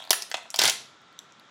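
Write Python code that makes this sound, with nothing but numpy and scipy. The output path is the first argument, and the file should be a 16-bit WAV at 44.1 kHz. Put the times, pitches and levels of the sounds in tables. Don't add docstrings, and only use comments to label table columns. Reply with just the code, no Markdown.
import sys
import numpy as np
from scipy import signal
from scipy.fft import rfft, irfft
from scipy.io import wavfile
from scipy.ndimage import uniform_filter1d

SR = 44100
rng = np.random.default_rng(int(sys.argv[2]) if len(sys.argv) > 2 else 0)


def to_wav(s):
    ch = np.atleast_2d(s).T
    pcm = np.round(np.clip(ch, -1, 1) * 32767)
    wavfile.write(sys.argv[1], SR, pcm.astype(np.int16))


def undo_db(level):
    steps = np.asarray(level, float) / 20
    return 10 ** steps


N = 66150
LEAD = 4410


def rms1(x):
    return x / np.sqrt(np.mean(x ** 2))


def shape(x, points):
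    hz, db = np.array(points, float).T
    f = np.maximum(np.fft.rfftfreq(len(x), 1 / SR), 1)
    return irfft(rfft(x) * undo_db(np.interp(np.log(f), np.log(hz), db)), len(x))


def peak(x, hz, width_hz):
    return signal.lfilter(*signal.iirpeak(hz, hz / width_hz, fs=SR), x)


def band(x, lo_hz, hi_hz):
    y = signal.sosfilt(signal.butter(3, [lo_hz, hi_hz], "band", fs=SR, output="sos"), x)
    return y / np.sqrt(np.sum(y ** 2))


# frequency in Hz, level in dB per Hz.
HUSH_COLOUR = [(30, -40), (160, -10), (450, -14), (1300, -10.5), (2200, -15.5), (7000, -27.5), (13000, -63),
               (14500, -90)]


def quiet_floor():
    hush = rms1(shape(rng.standard_normal(N), HUSH_COLOUR))
    whine_hz, whine_width_hz = 1350, 150
    tone = np.sin(2 * np.pi * whine_hz * np.arange(N) / SR)
    flutter = rms1(band(rng.standard_normal(N), whine_hz - whine_width_hz, whine_hz + whine_width_hz))
    hiss = rms1(band(rng.standard_normal(N), 3500 - 380, 3500 + 380))
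    return undo_db(-58.5) * hush + undo_db(-63.5) * (tone + 0.5 * flutter) + undo_db(-66.5) * hiss


# delay in seconds, level in dB.
ECHOES = [
    (.0032, -7.5),
    (0.00905, -9.5),
    (0.01, -22.5),
]
# frequency in Hz, time to fade by 60 dB in seconds, level in dB.
ROOM_TAIL = [(200, 0.95, -19), (480, 0.34, -13), (1390, 0.32, -8), (3000, 0.37, -7), (6000, 0.44, -17),
             (10050, 0.27, -1.5), (15000, 0.1, -3.5)]


def kitchen(x):
    t = np.arange(SR // 2) / SR
    response = np.zeros(len(t))
    response[0] = 1
    smear = rng.standard_normal(len(t))
    for delay_s, db in ECHOES:
        response += undo_db(db) * smear * np.exp(-((t - delay_s) / 0.00036) ** 2) / 6.07
    hz, t60_s, level_db = np.array(ROOM_TAIL).T
    rise = 1 - np.exp(-t / 0.018)
    for f in 150 * 2 ** np.arange(0, 7, .5):
        sos = signal.butter(2, [f / 2 ** 0.34, f * 2 ** 0.29], "band", fs=SR, output="sos")
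        tail = rms1(signal.sosfilt(sos, rng.standard_normal(len(t))))
        fade = np.exp(-np.log(1000) * t / np.interp(np.log(f), np.log(hz), t60_s))
        level = undo_db(2 + np.interp(np.log(f), np.log(hz), level_db))
        response += level * tail * fade * rise * np.sqrt(f / SR) / 32
    return signal.fftconvolve(x, response)[LEAD:LEAD + N]


# frequency in Hz, width in Hz, share added (minus: dip).
MIC_COLOUR = [(3600, 850, 0.21), (8186, 720, -0.26), (1153, 68, -0.85)]


def mic(x):
    x = signal.sosfilt(signal.butter(2, 240, "high", fs=SR, output="sos"), x)
    for hz, width_hz, share in MIC_COLOUR:
        x = x + share * peak(x, hz, width_hz)
    return x


# start in seconds, level in dB, frequency in Hz.
BENDS = [
    (0.106, -22.5, 395),
    (0.3154, -38, 480),
    (0.3413, -40, 329),
    (0.589, -23.5, 414),
    (.617, -25.5, 391),
    (.637, -23, 426),
    (.683, -32.5, 387),
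]


def bends():
    t60_s, rise_s = 0.035, 0.0012
    out = np.zeros(N + LEAD)
    for start_s, db, hz in BENDS:
        t = np.maximum((np.arange(N + LEAD) - LEAD) / SR - start_s, 0)
        swell = (1 - np.exp(-t / rise_s)) * np.exp(-np.log(1000) * t / t60_s)
        out += undo_db(db) * np.sin(2 * np.pi * hz * t) * swell
    return out


# time in seconds, level in dB.
RIP_LEVEL = [
    (0.584, -46),
    (0.599, -29.5),
    (.62, -29),
    (.66, -25.5),
    (0.698, -31),
    (.708, -72),
]
# frequency in Hz, level in dB per Hz.
RIP_COLOUR = [(120, -51), (200, -25.5), (671, -17), (1160, -11), (2210, -8), (2510, -22), (3560, -9),
              (16000, -33.5)]


def rip():
    n = N + LEAD
    cracks_per_s, thud_hz = 4000, 165.5
    time_s, level_db = np.array(RIP_LEVEL).T
    level = undo_db(np.interp((np.arange(n) - LEAD) / SR, time_s, level_db, left=-200, right=-200))
    cracks = (rng.random(n) < cracks_per_s / SR) * np.sign(rng.standard_normal(n))
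    crackle = level * rms1(shape(cracks, RIP_COLOUR))
    push = rms1(band(rng.standard_normal(n), thud_hz / 1.6, thud_hz * 1.57))
    return crackle, uniform_filter1d(level, 600) * undo_db(-19.5) * push


# frequency in Hz, width in Hz, level in dB.
FLAP_MODES = [(690, 142, 8.5), (1050, 150, 5.5)]


def sheet_flap(t):
    give = np.exp(-t / 0.000098)
    flap = np.zeros(len(t))
    for k, (hz, width_hz, db) in enumerate(FLAP_MODES):
        flap += (-1) ** k * undo_db(db) * peak(give, hz, width_hz)
    return band(flap, 480, 1284)


def crack_clusters(table, fading_s, broad_db, octaves):
    length = 1500
    t = np.arange(length) / SR
    out = np.zeros(N + LEAD + length)
    for start_s, db, flap_db, sizzle_db, ring_hz in table:
        strength = rng.standard_normal(length)
        cracks = strength * (rng.random(length) < .3) * np.exp(-t / fading_s)
        cracks[0] = 1.6
        ring = band(cracks, ring_hz / 2 ** octaves, ring_hz * 2 ** octaves)
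        broad = band(cracks, 2600, 7290)
        low = sheet_flap(t) + undo_db(-4.5) * band(cracks, 1254, 2380)
        edge_hz = 15560 * 2 ** (0.034 * np.tanh(strength[-2]))
        sizzle = band(cracks + 0.5 * peak(cracks, 10550 * edge_hz / 15560, 1300), 9300, 15560)
        snap = undo_db(-2) * ring + undo_db(-4 + broad_db) * broad + undo_db(flap_db) * low + undo_db(sizzle_db) * sizzle
        i = int(start_s * SR) + LEAD
        out[i:i + length] += undo_db(db + 5.5) * snap
    return out[:N + LEAD]


# start in seconds, ring level in dB, flap and sizzle in dB against the ring, ring centre in Hz.
EARLIER = [
    (-0.093, -0.5, -26, -31.5, 3400),
]


def earlier_snap():
    return crack_clusters(EARLIER, 0.0019, -4, 0.24)


# start in seconds, ring level in dB, flap and sizzle in dB against the ring, ring centre in Hz.
CREAK = [
    (.002, -30.5, 2.5, -18, 3450),
    (.013, -38.5, 0.5, -24.5, 3500),
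    (.023, -25.5, -7, -24.5, 3600),
    (.032, -43.5, -10.5, -2.5, 3600),
    (.040, -28.5, -6, -19, 4100),
    (.051, -33, 0, -10.5, 4100),
    (.065, -43.5, 3, -11, 3500),
    (.074, -32, 2.5, -15.5, 4340),
    (.086, -49, 9, -11.5, 4200),
    (.095, -29.5, -8, -13.5, 4370),
]


def creak():
    return crack_clusters(CREAK, 0.0016, -5, 0.2)


# start in seconds, ring level in dB, flap and sizzle in dB against the ring, ring centre in Hz.
TICKS = [
    (1.017, -53, -19, -7, 6000),
    (1.127, -45.5, -19.5, -12, 4300),
    (1.190, -22, -45, -16, 3710),
    (1.1901, -22, -31, -50, 6640),
    (1.3225, -37, -38.5, -27, 6320),
    (1.397, -36.5, -32.5, -12.5, 4150),
    (1.447, -69.5, -30.5, -7.5, 6000),
]


def late_ticks():
    return crack_clusters(TICKS, 0.00086, -14, 0.2)


# start in seconds, ring level in dB, flap and sizzle in dB against the ring, ring centre in Hz.
TEAR = [(.5893, -6, -5, -7, 3600), (.5925, -3.5, -20, -15, 4620), (.6169, -6, -6.5, -7.5, 3690),
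        (.620, -9.5, -27, -39, 4470), (.637, -7.5, -8.5, -3, 4860), (.6405, -20, 9, -21, 3440),
        (.6445, -8, -42, -27, 3100), (.654, -5, -14.5, -5, 3730), (.662, -15, -9, -13, 4100),
        (.677, -7, -18, -7, 5000), (.683, -12, 1, -29, 3000), (.697, -7.5, -13.5, -5, 5180),
        (.700, -11, -26, -23, 3600)]


def tear():
    return crack_clusters(TEAR, 0.0019, 4.5, 0.34)


# start in seconds, ring level in dB, flap and sizzle in dB against the ring, ring centre in Hz.
SNAPS = [(.1061, -1, -5, 0, 4970), (.109, -4.5, -20.5, -18, 4070), (.130, -12, -8.5, 4, 3900),
         (.2216, -16.5, -15, -10, 4800), (.300, -51.5, 10, 18, 4500), (.3143, -20.5, -24, -13, 3890),
         (.3419, -14, 4.5, -42, 3980), (.346, -17.5, -10, -39, 3500), (.369, -20, -8, -23, 2600),
         (.432, -64, -8, 13.5, 6000), (.455, -59.5, 26.5, -19, 3000), (.5032, -21.5, -24, -10.5, 6000),
         (.542, -15, -1.5, -9.5, 4380), (.560, -14, -14, -8.5, 5370), (.1302, -5.5, -22.5, -23.5, 1510),
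         (.3145, -16.5, -9, -39, 1610), (.3423, -18, 2.5, -20, 1390), (.380, -29.5, 4.5, -34, 2470),
         (.1235, -30.5, -19.5, -14, 8800)]


def bending_snaps():
    return crack_clusters(SNAPS, 0.0026, 1.2, 0.37)


def scene():
    crackle, thud = rip()
    sheet = bending_snaps() + tear() + creak() + earlier_snap() + crackle + bends()
    ticks = late_ticks()
    tick_room = 0.55
    wet = kitchen(mic(sheet + tick_room * ticks) + thud)
    near = (1 - tick_room) * mic(ticks)[LEAD:]
    return (wet + near + quiet_floor())[None]


def roll_off(x):
    return signal.sosfilt(signal.butter(12, 16990, fs=SR, output="sos"), x)


def record(dry):
    limited = np.tanh(0.99 * dry) / 0.82
    clean = signal.sosfilt(signal.butter(1, 45, "high", fs=SR, output="sos"), limited)
    mixed = signal.sosfilt(signal.ellip(8, .3, 60, 15900, fs=SR, output="sos"), clean)
    return roll_off(mixed)


dry = scene()
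out = record(dry)
to_wav(out)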